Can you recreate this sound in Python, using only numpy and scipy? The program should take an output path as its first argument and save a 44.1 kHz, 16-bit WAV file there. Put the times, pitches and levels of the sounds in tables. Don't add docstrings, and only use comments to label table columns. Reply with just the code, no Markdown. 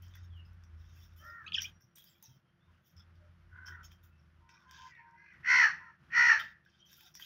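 import sys
import numpy as np
from scipy import signal
from scipy.fft import rfft, irfft
from scipy.io import wavfile
from scipy.ndimage import uniform_filter1d

SR = 44100
rng = np.random.default_rng(int(sys.argv[2]) if len(sys.argv) > 2 else 0)


def volts_from_decibels(level):
    exponent = np.asarray(level, float) / 20
    return 10 ** exponent


def master_out(mix):
    frames = np.transpose(np.atleast_2d(mix))
    ceiling = np.clip(frames, -1, 1)
    pcm = np.round(ceiling * 32767).astype(np.int16)
    wavfile.write(sys.argv[1], SR, pcm)


N = 319725

# (t/s, level/dB)
DRONE_LEVEL = [(0, -55), (.8, -54.5), (1.29, -62), (1.41, -81.5), (1.55, -57), (1.68, -63), (1.82, -81),
               (2.6, -86), (2.71, -64.5), (2.87, -89.5), (2.97, -64), (3.8, -59), (4.22, -70), (4.42, -65),
               (4.62, -83), (4.76, -65.5), (5.01, -81.5), (7.25, -82)]
# (t/s, f/Hz)
DRONE_PITCH = [(0, 86.5), (3, 82.94), (7.25, 79)]
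# (f/Hz, density/dB per Hz)
STREET_SPECTRUM = [(140, -36.5), (240, -34.5), (347, 5.5), (372, -9.5), (598, -5), (1420, 7), (2480, -4.5),
                   (3120, -5), (4060, -13.5), (5480, -13), (8060, -29.5), (11700, -23.5), (16000, -38)]
DRONE_MEAN_DB, RUMBLE_DB, STREET_DB = -60.5, -71.5, -72.5
RUMBLE_FOLLOWS, STREET_FOLLOWS = 0.17, 0.22
WHINE_HZ, WHINE_DB = 343, -85.5
GATE_OPENS_DB, GATE_S = -60.5, 0.29
DRONE_LIFT, RUMBLE_LIFT, STREET_LIFT = 0.3, 0.28, 0.28

# (t/s, duration/s, long wires/dB, short wires/dB, hiss/dB)
LANDINGS = [(0.014, 0.21, -67.5, -67, -78), (0.135, 0.15, -63, -59, -92), (1.156, 0.35, -78, -70.5, -71),
            (1.603, 0.1, -45.5, -42, -52.5), (1.8, 0.099, -93, -70, -77), (1.957, 0.32, -66, -61.5, -64),
            (2.227, 0.18, -68, -64, -70), (3.655, 0.11, -61, -55, -67), (4.026, 0.085, -71, -69.5, -65.5),
            (4.484, 0.27, -67.5, -64, -90), (6.377, 0.16, -46.5, -59.5, -66.5), (7.138, 0.1, -66, -57, -65),
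            (2.963, 0.087, -70, -64.5, -82), (3.145, 0.082, -76, -87, -99), (0.353, .05, -85, -84, -76),
            (0.448, 0.064, -82, -78, -82), (3.827, 0.11, -62.5, -59.5, -68),
            (3.909, 0.066, -79, -57.5, -66)]
# (t/s, duration/s, long wires/dB, short wires/dB, hiss/dB)
SHUFFLES = [
    (0.75, 0.43, -70.5, -66, -81),
    (0.914, 0.17, -64.5, -60, -66),
    (2.82, 0.14, -73, -67.5, -72),
    (2.66, 0.19, -81, -85, -94.5),
    (1.212, 0.16, -70, -62.5, -79),
    (4.679, 0.25, -52.5, -57, -78),
    (6.642, 0.22, -64, -70.5, -100),
    (6.851, 0.28, -55.5, -56, -61.5),
    (7.163, .2, -45, -50.5, -56),
]
# (t/s, hiss peak/dB, wire level/dB, strongest wire f/Hz)
TICKS = [(0.022, -53, -71, 5680), (0.138, -79.5, -56.5, 3500), (0.1532, -51, -54, 2000),
         (.2404, -66, -83, 1420), (0.637, -69, -57.5, 4950), (0.962, -64, -67, 1440),
         (1.1638, -65, -70, 3100), (1.4437, -82, -57.5, 1620), (1.612, -60, -49, 3070),
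         (1.8088, -65, -64.5, 1930), (1.958, -48, -72, 5900), (1.9827, -46, -58, 3560),
         (2.041, -47.5, -64, 3800), (2.226, -43, -78, 6380), (2.878, -60, -83, 3180),
         (2.967, -70.5, -61, 4730), (3.662, -60, -61, 1460), (3.6834, -61, -47, 1420),
         (3.847, -60, -63, 6430), (3.918, -60, -58.5, 3130), (4.495, -80.5, -58, 2260),
         (4.7106, -57, -45, 5140), (6.398, -47, -39, 2000), (6.3986, -70, -40, 3600),
         (6.65, -73, -68, 3740), (0.082, -70, -60.5, 6400), (.532, -70, -75.5, 5500),
         (2.995, -71, -65, 5360), (3.154, -80, -76.5, 5000), (3.677, -62, -50.5, 5900),
         (3.7, -66, -58, 4500), (7.224, -55, -51.5, 5490), (7.245, -53, -57, 5000), (1.973, -58, -62, 3320),
         (3.531, -80, -68, 1600), (3.833, -64, -61, 5400), (4.604, -80, -69, 3330), (4.622, -80, -66, 3500),
         (4.694, -80, -61, 3260), (4.492, -80, -54, 2500), (4.4935, -80, -64, 5500),
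         (4.778, -73, -60, 3180), (5.11, -85, -72, 5500), (5.335, -85, -66, 4500),
         (4.951, -80, -65.5, 3700), (6.9297, -52, -50, 5130), (6.967, -52, -85, 3580),
         (7.008, -49, -54, 3400), (7.054, -61.5, -62, 5260), (7.1519, -46.5, -44.5, 5670),
         (7.198, -48, -45, 2210)]
# (f/Hz, level/dB, t60/s)
WIRE_MODES = [(833, -7, 0.038), (1258, 12.5, 0.037), (1600, 13.5, 0.039), (2000, 9.5, 0.016),
              (2680, 1, 0.011), (2593, -4.5, 0.043), (2672, -8.5, 0.097), (3150, 6, 0.035),
              (3453, 4.5, 0.03), (3703, 10.5, 0.011), (5000, -2.5, 0.02), (5414, 7.5, 0.017),
              (5680, 13, 0.0096), (6560, -2, 0.0201)]
# (f/Hz, density/dB per Hz)
HISS_SPECTRUM = [(4120, -21.5), (7000, -6.5), (7880, -31), (8570, -21.5), (9300, -17.5), (11900, -3.5),
                 (14900, 1.5), (15700, -2)]
LAND_RISE_S, SLIDE_LOSS_DB, SLIDE_HISS_LOSS_DB = 0.018, -26, -27.5
SWELL_S, SWELL_DB = 0.05, -18
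CLICK_DB = -15
TAP_LOW_HZ = 950

# (t/s, duration/s, f/Hz)
RASPS = [(.022, .09, 5700), (.025, .1, 3150), (.03, .08, 4900), (.138, .08, 1900), (.155, .06, 1450),
         (.228, .035, 6500), (.45, .06, 5100), (.637, .05, 5700), (1.953, .06, 8550), (1.954, .014, 5900),
         (1.972, .23, 3300), (2.05, .1, 4850), (2.09, .06, 7400), (2.15, .055, 2400), (2.228, .08, 6300),
         (2.245, .1, 3800), (2.25, .08, 5400), (2.29, .08, 3200), (2.678, .05, 1000), (2.735, .05, 2800),
         (2.843, .12, 6400), (2.845, .11, 3150), (2.963, .07, 5250), (2.993, .05, 3400), (2.994, .03, 1400),
         (3.152, .15, 5600), (3.66, .03, 6000), (3.68, .07, 3150), (3.72, .07, 1850), (3.843, .03, 6500),
         (4.18, .07, 5500), (4.49, .1, 2400), (4.69, .08, 3200), (4.775, .13, 3150), (5.26, .12, 2420),
         (6.308, .02, 1130), (6.395, .05, 9700), (6.396, .03, 1350), (6.396, .06, 3000), (6.65, .1, 5500),
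         (6.66, .04, 1600), (6.79, .03, 5800), (6.86, .05, 5900), (6.97, .14, 1400), (7.152, .03, 5300),
         (7.17, .08, 1900), (7.22, .03, 3200)]
RASP_DB = [-80, -75, -84, -70, -69, -82, -79, -81, -76, -69, -71, -74.5, -80, -80.5, -68.5, -77.5, -77,
           -75.5, -77.5, -79.5, -88, -86, -69.5, -72, -76, -94.5, -63, -73.5, -58.5, -63.5, -85, -69, -71,
           -71, -68.5, -35.5, -79, -45.5, -61, -86, -70, -77, -73.5, -70.5, -60, -67, -58]
# (t/s, duration/s, f/Hz)
KNOCKS = [
    (1.83, .07, 150),
    (2.22, .15, 900),
    (2.28, .12, 140),
    (2.93, .07, 160),
    (3.7, .1, 350),
    (6.2, .2, 450),
    (6.33, .12, 650),
]
KNOCK_DB = [-71.5, -81, -64.5, -68, -73, -70, -68]
RASP_WIDTH = 0.022

# (t/s, duration/s, start f/Hz, end f/Hz,
# level/dB)
FAR_NOTES = [(0.3, 0.135, 3500, 2600, -70.5), (1.17, 0.07, 3000, 3200, -69), (1.2, 0.113, 630, 590, -73),
             (3.161, 0.13, 620, 600, -77), (1.463, .03, 1260, 1310, -58), (2.45, 0.11, 3200, 3150, -86.5),
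             (2.6, 0.057, 3400, 3680, -85.5), (4.1, 0.061, 2650, 2650, -80.5), (4, 0.108, 1474, 1394, -77),
             (6.785, 0.099, 2960, 3120, -75), (6.788, 0.068, 3100, 3260, -68.5),
             (7.008, 0.065, 990, 688, -73.5), (1.691, 0.24, 5730, 5670, -85.5),
             (3.907, 0.02, 3170, 3210, -66), (5.6, 0.14, 2600, 1600, -76.5)]

# (t/s, duration/s, top f/Hz, end sag/0-1, strongest partial/dB)
CAWS = [(1.17, 0.335, 465.6, 0.15, -55), (3.472, 0.41, 503.7, 0.1, -71.5), (4.413, 0.23, 499, 0.02, -78),
        (4.611, 0.353, 527.4, 0.04, -81.5), (4.839, 0.24, 402.3, 0.2, -59.5),
        (5.1, 0.33, 415.7, 0.18, -62.5), (5.419, 0.3, 511.1, 0.29, -23), (5.737, 0.24, 488.4, 0.2, -59),
        (6.09, 0.31, 486.4, .2, -22.5), (4.497, 0.24, 397, 0.2, -72), (5.007, 0.16, 390, 0.01, -61)]
# (second partial below strongest/dB rel, next below/dB rel, beak/dB rel)
THROATS = [(-29, 4, -31), (1, 17.5, -31), (-2, 9, -26), (10, 18, -29), (-42, -15, -24), (-22.5, -0.5, -19),
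           (-15.5, -6.5, -14.5), (-12.5, 0.5, -21), (-17.5, -7.5, -16), (-27, -0.5, -14), (-31, -15.5, -23)]
MANNERS = [(4, .2, .07), (4, .3, .15), (4, .2, .15), (4, .2, .2), (5, .3, .14), (5, .3, .14), (4, .2, .12),
           (4, .2, .1), (4, .13, .11), (4, .2, .2), (4, .2, .2)]
# (place of top/0-1, start drop/share of sag, rattle f/Hz)
ARCHES = [(.47, 0.99, 84), (.34, 0.388, 68), (0.37, 0.38, 68), (0.4, 0.43, 53), (0.03, 0.49, 71),
          (0.5, 0.66, 49), (.42, .4, 72), (0.2, 0.3, 61), (.45, .4, 66), (0, 0.47, 110), (.34, 0.35, 120)]
UPPER_DB = [-14, -5, 0, 0, 6.5, 0, -1.5, -3, 0.5, 1, 1]
RATTLE_BENDS = [.026, .03, .025, .025, .02, .022, .044, .025, .04, .025, .02]
UPPER_PARTIALS_DB = [-16.5, -24.5]
PARTIAL_END_DB = [-7, -12.5, 5, 3.5, 8.5]
# (f/Hz, width/Hz, level/dB)
BEAK = [(2620, 380, 3), (2970, 350, 0), (3500, 900, -7.5), (4183, 270, 2), (4440, 260, 6), (5160, 580, 0),
        (5570, 180, 11), (5955, 560, 1.5), (6700, 430, -14), (7190, 320, -10)]
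CAW_ATTACK_S, CAW_ATTACK_BEND, CAW_RELEASE_S, CAW_RELEASE_DB = 0.085, 2.27, 0.08, -24.5
LOW_ATTACK_S, LOW_PARTIALS_LAG = 0.11, 0.82
SAG_BEND, BEAK_LAG = 1.7, 0.9
RATTLE_WANDER, PITCH_JITTER = 0.012, 0.004
LOW_THROB = 0.3
SIDE_HOARSE = 3.0
ONSET_HOARSE, ONSET_S, BREAKUP = 4, 0.075, 5

# (t/s, duration/s, start f/Hz, end f/Hz, level/dB)
WARBLE_NOTES = [(1.463, 0.017, 2450, 2650, -44), (1.463, .016, 3750, 3950, -57),
                (1.476, .009, 3950, 4700, -53), (1.3, .012, 5000, 5250, -61),
                (1.464, .012, 6300, 6400, -66), (1.477, 0.011, 2560, 3520, -43.5),
                (1.52, 0.0055, 3800, 2360, -36), (1.532, 0.004, 3230, 3370, -32),
                (1.537, 0.0099, 5100, 4460, -43.5), (1.542, 0.0208, 3765, 2385, -30.5),
                (1.552, 0.02, 5630, 5060, -42.5), (1.568, 0.014, 1750, 1900, -47.5),
                (1.578, 0.011, 1700, 1550, -42), (1.591, 0.01, 1700, 1630, -50),
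                (1.58, 0.015, 3400, 2780, -30), (1.554, .011, 3300, 3200, -44),
                (1.591, 0.0051, 3500, 2500, -38), (1.545, .006, 6700, 6100, -50.5),
                (1.563, .01, 6400, 4100, -47), (1.485, 0.011, 2200, 3400, -56),
                (1.592, 0.0137, 2900, 2250, -42), (1.576, 0.012, 5600, 5530, -50.5),
                (1.589, 0.0127, 5850, 4920, -48), (1.609, 0.021, 2880, 3390, -47.5),
                (1.639, 0.028, 2240, 2576, -42.5), (1.65, .02, 2610, 3540, -41)]
OCTAVE_DB, PURE_ABOVE_HZ, RICHER_DB_PER_OCTAVE = -36, 2400, 41

# (t/s, duration/s, low tone/dB, high tone/dB)
HORN_BLASTS = [
    (4.399, 0.17, -78.5, -81),
    (4.637, .13, -83, -70.5),
    (4.77, .12, -65.5, -63),
    (4.974, 0.198, -68.5, -77.5),
    (5.19, 0.071, -74, -85.5),
    (5.782, .14, -74, -69),
]
HORN_TONES_HZ = [932.5, 1026]
# (t/s, duration/s, first click rate/Hz, last click rate/Hz, level/dB)
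GRIND = (4.72, .192, 150, 120, -58)


def rms_one(x):
    return x / np.sqrt(np.mean(x ** 2) + 1e-20)


def in_time(rows):
    s, *columns = np.transpose(rows)
    return [np.interp(np.arange(N) / SR, s, c) for c in columns]


def drift(rate_hz, size=N):
    r = np.exp(-2 * np.pi * rate_hz / SR)
    noise = rng.standard_normal(size + SR)
    return rms_one(signal.lfilter([1], [1, -2 * r, r * r], noise)[SR:])


def band(x, low_hz, high_hz, order=2):
    return signal.sosfilt(signal.butter(order, [low_hz, high_hz], "band", fs=SR, output="sos"), x)


def coloured(x, spectrum):
    hz = np.maximum(np.arange(N // 2 + 1) * SR / N, 1)
    point_hz, point_db = np.array(spectrum).T
    return irfft(rfft(x) * volts_from_decibels(np.interp(np.log(hz), np.log(point_hz), point_db)), N)


def resonances(x, peaks):
    out = 0
    for k, (hz, width_hz, db) in enumerate(peaks):
        r = np.exp(-np.pi * width_hz / SR)
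        b = (1 - r * r) / 2 * np.array([1, 0, -1])
        a = [1, -2 * r * np.cos(2 * np.pi * hz / SR), r * r]
        out = out + (-1) ** k * volts_from_decibels(db) * signal.lfilter(b, a, signal.lfilter(b, a, x))
    return out


def evened(x):
    return x / np.sqrt(uniform_filter1d(x ** 2, size=1764) + 1e-12)


def tail(x, t60, wet_db):
    t = np.arange(SR // 2) / SR
    response = rng.standard_normal(len(t)) * volts_from_decibels(-60 * t / t60) * (t > 0.006)
    response = response / np.sqrt(np.sum(response ** 2))
    return x + volts_from_decibels(wet_db) * signal.fftconvolve(x, response)[:N]


def faded(s, length, fade_s):
    cut = slice(round(s * SR), min(N, round((s + length) * SR)))
    t = np.arange(cut.stop - cut.start) / SR
    return cut, t, np.clip(np.minimum(t, length - t) / fade_s, 0, 1)


def whistle(length, start_hz, end_hz, curve):
    x = np.linspace(0, 1, round(length * SR))
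    return x, 2 * np.pi * np.cumsum(end_hz + (start_hz - end_hz) * (1 - x) ** curve) / SR


def yard(near):
    drone_db, = in_time(DRONE_LEVEL)
    loud_db = 10 * np.log10(np.abs(uniform_filter1d(near ** 2, round(GATE_S * SR))) + 1e-12)
    opened_db = np.maximum(loud_db - GATE_OPENS_DB, 0)
    swing_db = drone_db - DRONE_MEAN_DB
    drone_db = drone_db + DRONE_LIFT * opened_db * np.clip(-swing_db / 10, 0, 1)
    rumble_db = RUMBLE_DB + RUMBLE_FOLLOWS * swing_db + RUMBLE_LIFT * opened_db
    street_db = np.minimum(STREET_DB + STREET_FOLLOWS * swing_db + STREET_LIFT * opened_db, -67)

    phase = 2 * np.pi * np.cumsum(in_time(DRONE_PITCH)[0] * (1 + 0.03 * drift(2.4))) / SR
    drone = np.sqrt(2) * np.sin(phase) * volts_from_decibels(3.2 * drift(21))
    drone += 0.35 * rms_one(band(rng.standard_normal(N), 49, 56))
    rumble = rms_one(band(rng.standard_normal(N), 115, 191.4))
    whine_phase = 2 * np.pi * WHINE_HZ * np.arange(N) / SR + 0.62 * drift(0.74)
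    whine = volts_from_decibels(WHINE_DB) * np.sin(whine_phase)
    street = rms_one(coloured(rng.standard_normal(N), STREET_SPECTRUM)) * volts_from_decibels(0.87 * drift(37))
    steady_street = volts_from_decibels(-88.5) * rms_one(band(street, 300, 700))
    gated = volts_from_decibels(drone_db) * drone + volts_from_decibels(rumble_db) * rumble + volts_from_decibels(street_db - 2.5) * street
    return gated + whine + steady_street


def claw_pressure():
    out = np.zeros((3, N))
    for s, length, *levels_db in LANDINGS:
        cut, t, gate = faded(s, length, 0.0033)
        loss_db = np.outer([SLIDE_LOSS_DB, SLIDE_LOSS_DB, SLIDE_HISS_LOSS_DB], t / length)
        out[:, cut] += gate * np.clip(t / LAND_RISE_S, 0, 1) * volts_from_decibels(np.c_[levels_db] + loss_db)
    for s, length, *levels_db in SHUFFLES:
        cut, t, swell = faded(s, length, SWELL_S)
        out[:, cut] += volts_from_decibels(np.c_[levels_db] + SWELL_DB * (1.5 - swell))
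    return out


def wire_ring(grit, at, tap_db, tap_hz):
    taps = np.zeros(N)
    strength_db = rng.normal(0, 3, (len(at), len(WIRE_MODES)))
    dealt = rng.integers(0, 3, N)
    rough = grit * np.abs(grit) ** 0.7
    scraped, tapped = 0, 0
    for k, (hz, db, t60) in enumerate(WIRE_MODES):
        r, w = volts_from_decibels(-60 / (t60 * SR)), 2 * np.pi * hz / SR
        b, a = [0, volts_from_decibels(db) * np.sin(w)], [1, -2 * r * np.cos(w), r * r]
        distance_db = 31.0 * np.abs(np.log2(hz / tap_hz))
        taps[at] = volts_from_decibels(tap_db - 4.0 - 0.55 * db + strength_db[:, k] - distance_db)
        ring = signal.lfilter(b, a, rough * (dealt == k % 3) + 1e-18)
        scraped = scraped + volts_from_decibels(5.5 * drift(9)) * ring
        tapped = tapped + signal.lfilter(b, a, taps + 1e-18)
    return scraped, tapped


def cage():
    sizes = volts_from_decibels(2.0 * np.minimum(rng.exponential(1, N), 4)) * rng.choice([-1, 1], N)
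    grit = sizes * (rng.random(N) < 4000 * volts_from_decibels(3 * drift(40)) / SR)
    long_gain, short_gain, hiss_gain = claw_pressure()
    s, snap_db, tap_db, tap_hz = np.transpose(TICKS)
    at = np.round(s * SR).astype(int)
    snaps, clicks = np.zeros((2, N))
    snaps[at], clicks[at] = volts_from_decibels(snap_db), volts_from_decibels(tap_db + CLICK_DB + 19)

    scraped, tapped = wire_ring(grit, at, tap_db, tap_hz)
    scraped = rms_one(scraped) + 0.55 * rms_one(grit)
    wires = long_gain * rms_one(band(scraped, 2070, 5140, order=3))
    wires += short_gain * rms_one(band(scraped, 5040, 6400, order=3))

    edges_hz = np.geomspace(7000, 16500, 7)
    hiss = 0
    for low_hz, high_hz in zip(edges_hz, edges_hz[1:]):
        patches = volts_from_decibels(np.clip(5.0 * drift(48.1), -14, 7))
        hiss = hiss + patches * band(coloured(grit, HISS_SPECTRUM), low_hz, high_hz)

    skid = rng.standard_normal(130) * np.hanning(260)[130:]
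    skid = skid / np.sqrt(np.sum(skid ** 2))
    struck = tapped + 2.0 * np.gradient(np.gradient(clicks))
    soft = signal.fftconvolve(struck, skid)[:N]
    crack = signal.fftconvolve(snaps, rng.standard_normal(900) * volts_from_decibels(-np.arange(900) / 16.0))[:N]
    scrape = volts_from_decibels(-2.5) * wires + hiss_gain * rms_one(hiss)
    return scrape + band(soft, TAP_LOW_HZ, 6870, order=4) + coloured(crack, HISS_SPECTRUM)


def rasps():
    out = np.zeros(N)
    for (s, length, hz), db in zip(RASPS + KNOCKS, RASP_DB + KNOCK_DB):
        cut, t, gate = faded(s, length, 0.002)
        width_hz = RASP_WIDTH * hz + 20
        shake = drift(width_hz, len(t)) + 1j * drift(width_hz, len(t))
        level = volts_from_decibels(db - 10.7 * t / length + 3.9 * drift(70, len(t)))
        out[cut] += gate * level * np.real(shake * np.exp(2j * np.pi * hz * t))
    return out


def far_birds():
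    out = np.zeros(N)
    for s, length, start_hz, end_hz, db in FAR_NOTES:
        x, phase = whistle(length, start_hz, end_hz, curve=1.4)
        start, size = round(s * SR), len(x)
        note = np.sin(phase + 0.7 * drift(40, size)) * np.sqrt(np.sin(np.pi * x))
        out[start:start + size] += volts_from_decibels(db + 3 * drift(45, size)) * note
    return tail(out, t60=0.22, wet_db=2.0)


def caw_shape(t, length, top_hz, sag, top_at, scoop):
    x = t / length
    rise = scoop * (1 - x / top_at) ** 2 if top_at else 0
    fall = ((x - top_at) / (1 - top_at)).clip(0) ** SAG_BEND
    arch = np.where(x < top_at, rise, fall)
    swell = np.clip(t / CAW_ATTACK_S, 0, 1) ** CAW_ATTACK_BEND
    release_db = CAW_RELEASE_DB * np.clip(1 - (length - t) / CAW_RELEASE_S, 0, 1)
    return top_hz * (1 - sag * arch), swell * volts_from_decibels(release_db)


def caw_voice(t, length, phase, rattle, strongest, hoarse, levels_db):
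    size, x = len(t), t / length
    roughness = 1 + BREAKUP * x ** 4 + ONSET_HOARSE * np.clip(1 - t / ONSET_S, 0, 1)
    voice = 0
    for k, db in enumerate(levels_db):
        number = k + strongest - 2
        spread_hz = 38 * number
        side = SIDE_HOARSE if k in (1, 3, 4) else 1
        noise = drift(spread_hz, size) + 1j * drift(spread_hz, size)
        skirt = 1 + hoarse * side * roughness * noise
        level = volts_from_decibels(db + PARTIAL_END_DB[k] * x ** 3)
        level = level * np.clip(t / LOW_ATTACK_S, 0, 1) ** (LOW_PARTIALS_LAG * max(0, strongest - number))
        level = level * (1 + LOW_THROB * (k == 0) * np.cos(rattle))
        voice = voice + level * np.real(skirt * np.exp(1j * number * phase))
    return voice


def capsule_fizz(high):
    peaks = [(8000, 250, 2), (8400, 200, 6), (8850, 250, 4), (10200, 600, 0),   # (f/Hz, width/Hz, level/dB)
             (11000, 500, 2), (11700, 900, -2), (13500, 2500, -8)]
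    noise = rms_one(resonances(rng.standard_normal(N), peaks))
    return volts_from_decibels(-31 + 3 * drift(30)) * uniform_filter1d(np.abs(high), size=300) * noise


def crows():
    low, high = np.zeros((2, N))
    for caw, throat, manner, arch, upper_db, swing in zip(CAWS, THROATS, MANNERS, ARCHES, UPPER_DB, RATTLE_BENDS):
        s, length, top_hz, sag, main_db = caw
        second_db, third_db, beak_db = throat
        strongest, depth, hoarse = manner
        top_at, scoop, rattle_hz = arch
        cut, t, gate = faded(s, length, 0.015)
        pitch, effort = caw_shape(t, length, top_hz, sag, top_at, scoop)
        gate = gate * effort
        size = len(gate)

        step_hz = rattle_hz / strongest
        pitch = uniform_filter1d(step_hz * np.round(pitch / step_hz), size=300)
        rattle = 2 * np.pi * np.cumsum(rattle_hz * (1 + RATTLE_WANDER * drift(13.4, size))) / SR
        shake = np.sin(rattle) + 0.3 * np.sin(2 * rattle)
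        bend = 1 + PITCH_JITTER * drift(55, size) + swing * (1 + 0.3 * drift(25, size)) * shake
        phase = 2 * np.pi * np.cumsum(pitch * bend) / SR
        throb = 1 + depth * np.cos(rattle)

        levels_db = [second_db, third_db, 0, *np.add(UPPER_PARTIALS_DB, upper_db)]
        voice = caw_voice(t, length, phase, rattle, strongest, hoarse, levels_db)
        pulses = sum(np.cos(k * phase) for k in range(6, 16))
        pulses += rng.standard_normal(size) * (1 + np.cos(phase))
        beak = evened(resonances(throb * pulses, BEAK))
        beak_gate = gate * np.clip(t / CAW_ATTACK_S, 0, 1) ** BEAK_LAG
        low[cut] += gate * volts_from_decibels(main_db) * throb * voice
        high[cut] += beak_gate * volts_from_decibels(main_db + beak_db - 5.0) * beak
    fizz = capsule_fizz(high)
    low = tail(band(low, 790, 3600, order=8), t60=0.36, wet_db=-10)
    return low + tail(band(high, 2300, 6900, order=4), t60=0.25, wet_db=-2.0) + fizz


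def warble():
    out = np.zeros(N)
    for s, length, start_hz, end_hz, db in WARBLE_NOTES:
        octave_db = OCTAVE_DB + RICHER_DB_PER_OCTAVE * max(0, np.log2(PURE_ABOVE_HZ / start_hz))
        x, phase = whistle(length, start_hz, end_hz, curve=1.81)
        start, size = round(s * SR), len(x)
        overtones = np.sin(2 * phase) + 0.32 * np.sin(3 * phase)
        overtones += 0.19 * np.sin(4 * phase) + 0.061 * np.sin(5 * phase)
        note = np.sin(phase) + volts_from_decibels(octave_db) * overtones
        swell = np.sin(np.pi * x ** 0.57) ** 1.3
        out[start:start + size] += volts_from_decibels(db + 2.67 * drift(230.0, size)) * note * swell
    return tail(band(out, 790, 7300, order=8), t60=0.12, wet_db=-8.5)


def horn():
    out = np.zeros(N)
    for s, length, *levels_db in HORN_BLASTS:
        cut, t, gate = faded(s, length, 0.02)
        for hz, db in zip(HORN_TONES_HZ, levels_db):
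            tone = np.sin(2 * np.pi * hz * t + 0.4 * drift(20, len(t)))
            out[cut] += gate * volts_from_decibels(db + 3 + 3 * drift(35, len(t))) * tone
    return tail(out, t60=0.15, wet_db=-8)


def grind():
    s, length, first_hz, last_hz, db = GRIND
    cut, t, gate = faded(s, length, 0.004)
    rate_hz = first_hz + (last_hz - first_hz) * t / length
    turns = np.cumsum(rate_hz * (1 + 0.12 * drift(30, len(t)))) / SR
    clicks = np.diff(np.floor(turns), prepend=0) > 0
    out = np.zeros(N)
    out[cut] = clicks * volts_from_decibels(db + 20.5 + 3 * rng.standard_normal(len(t))) * gate
    return band(out, 4560, 6800, order=6) + volts_from_decibels(-1) * band(out, 2600, 3600)


def scene():
    self_noise = volts_from_decibels(-94.0) * band(rng.standard_normal(N), 10000, 11000)
    wires = tail(cage() + grind(), t60=0.073, wet_db=-6.5)
    near = wires + far_birds() + crows() + warble() + horn()
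    buzzes = tail(rasps(), t60=0.036, wet_db=-5.5)
    return (yard(near) + near + buzzes + self_noise)[None]


def band_limit(x):
    return signal.sosfilt(signal.butter(12, 16780, fs=SR, output="sos"), x)


def record(dry):
    top_cut = signal.cheby2(16, 30, 15900, fs=SR, output="sos")
    mix = signal.sosfilt(top_cut, 0.62 * np.tanh(dry / 0.54))
    return band_limit(mix)


dry = scene()
out = record(dry)
master_out(out)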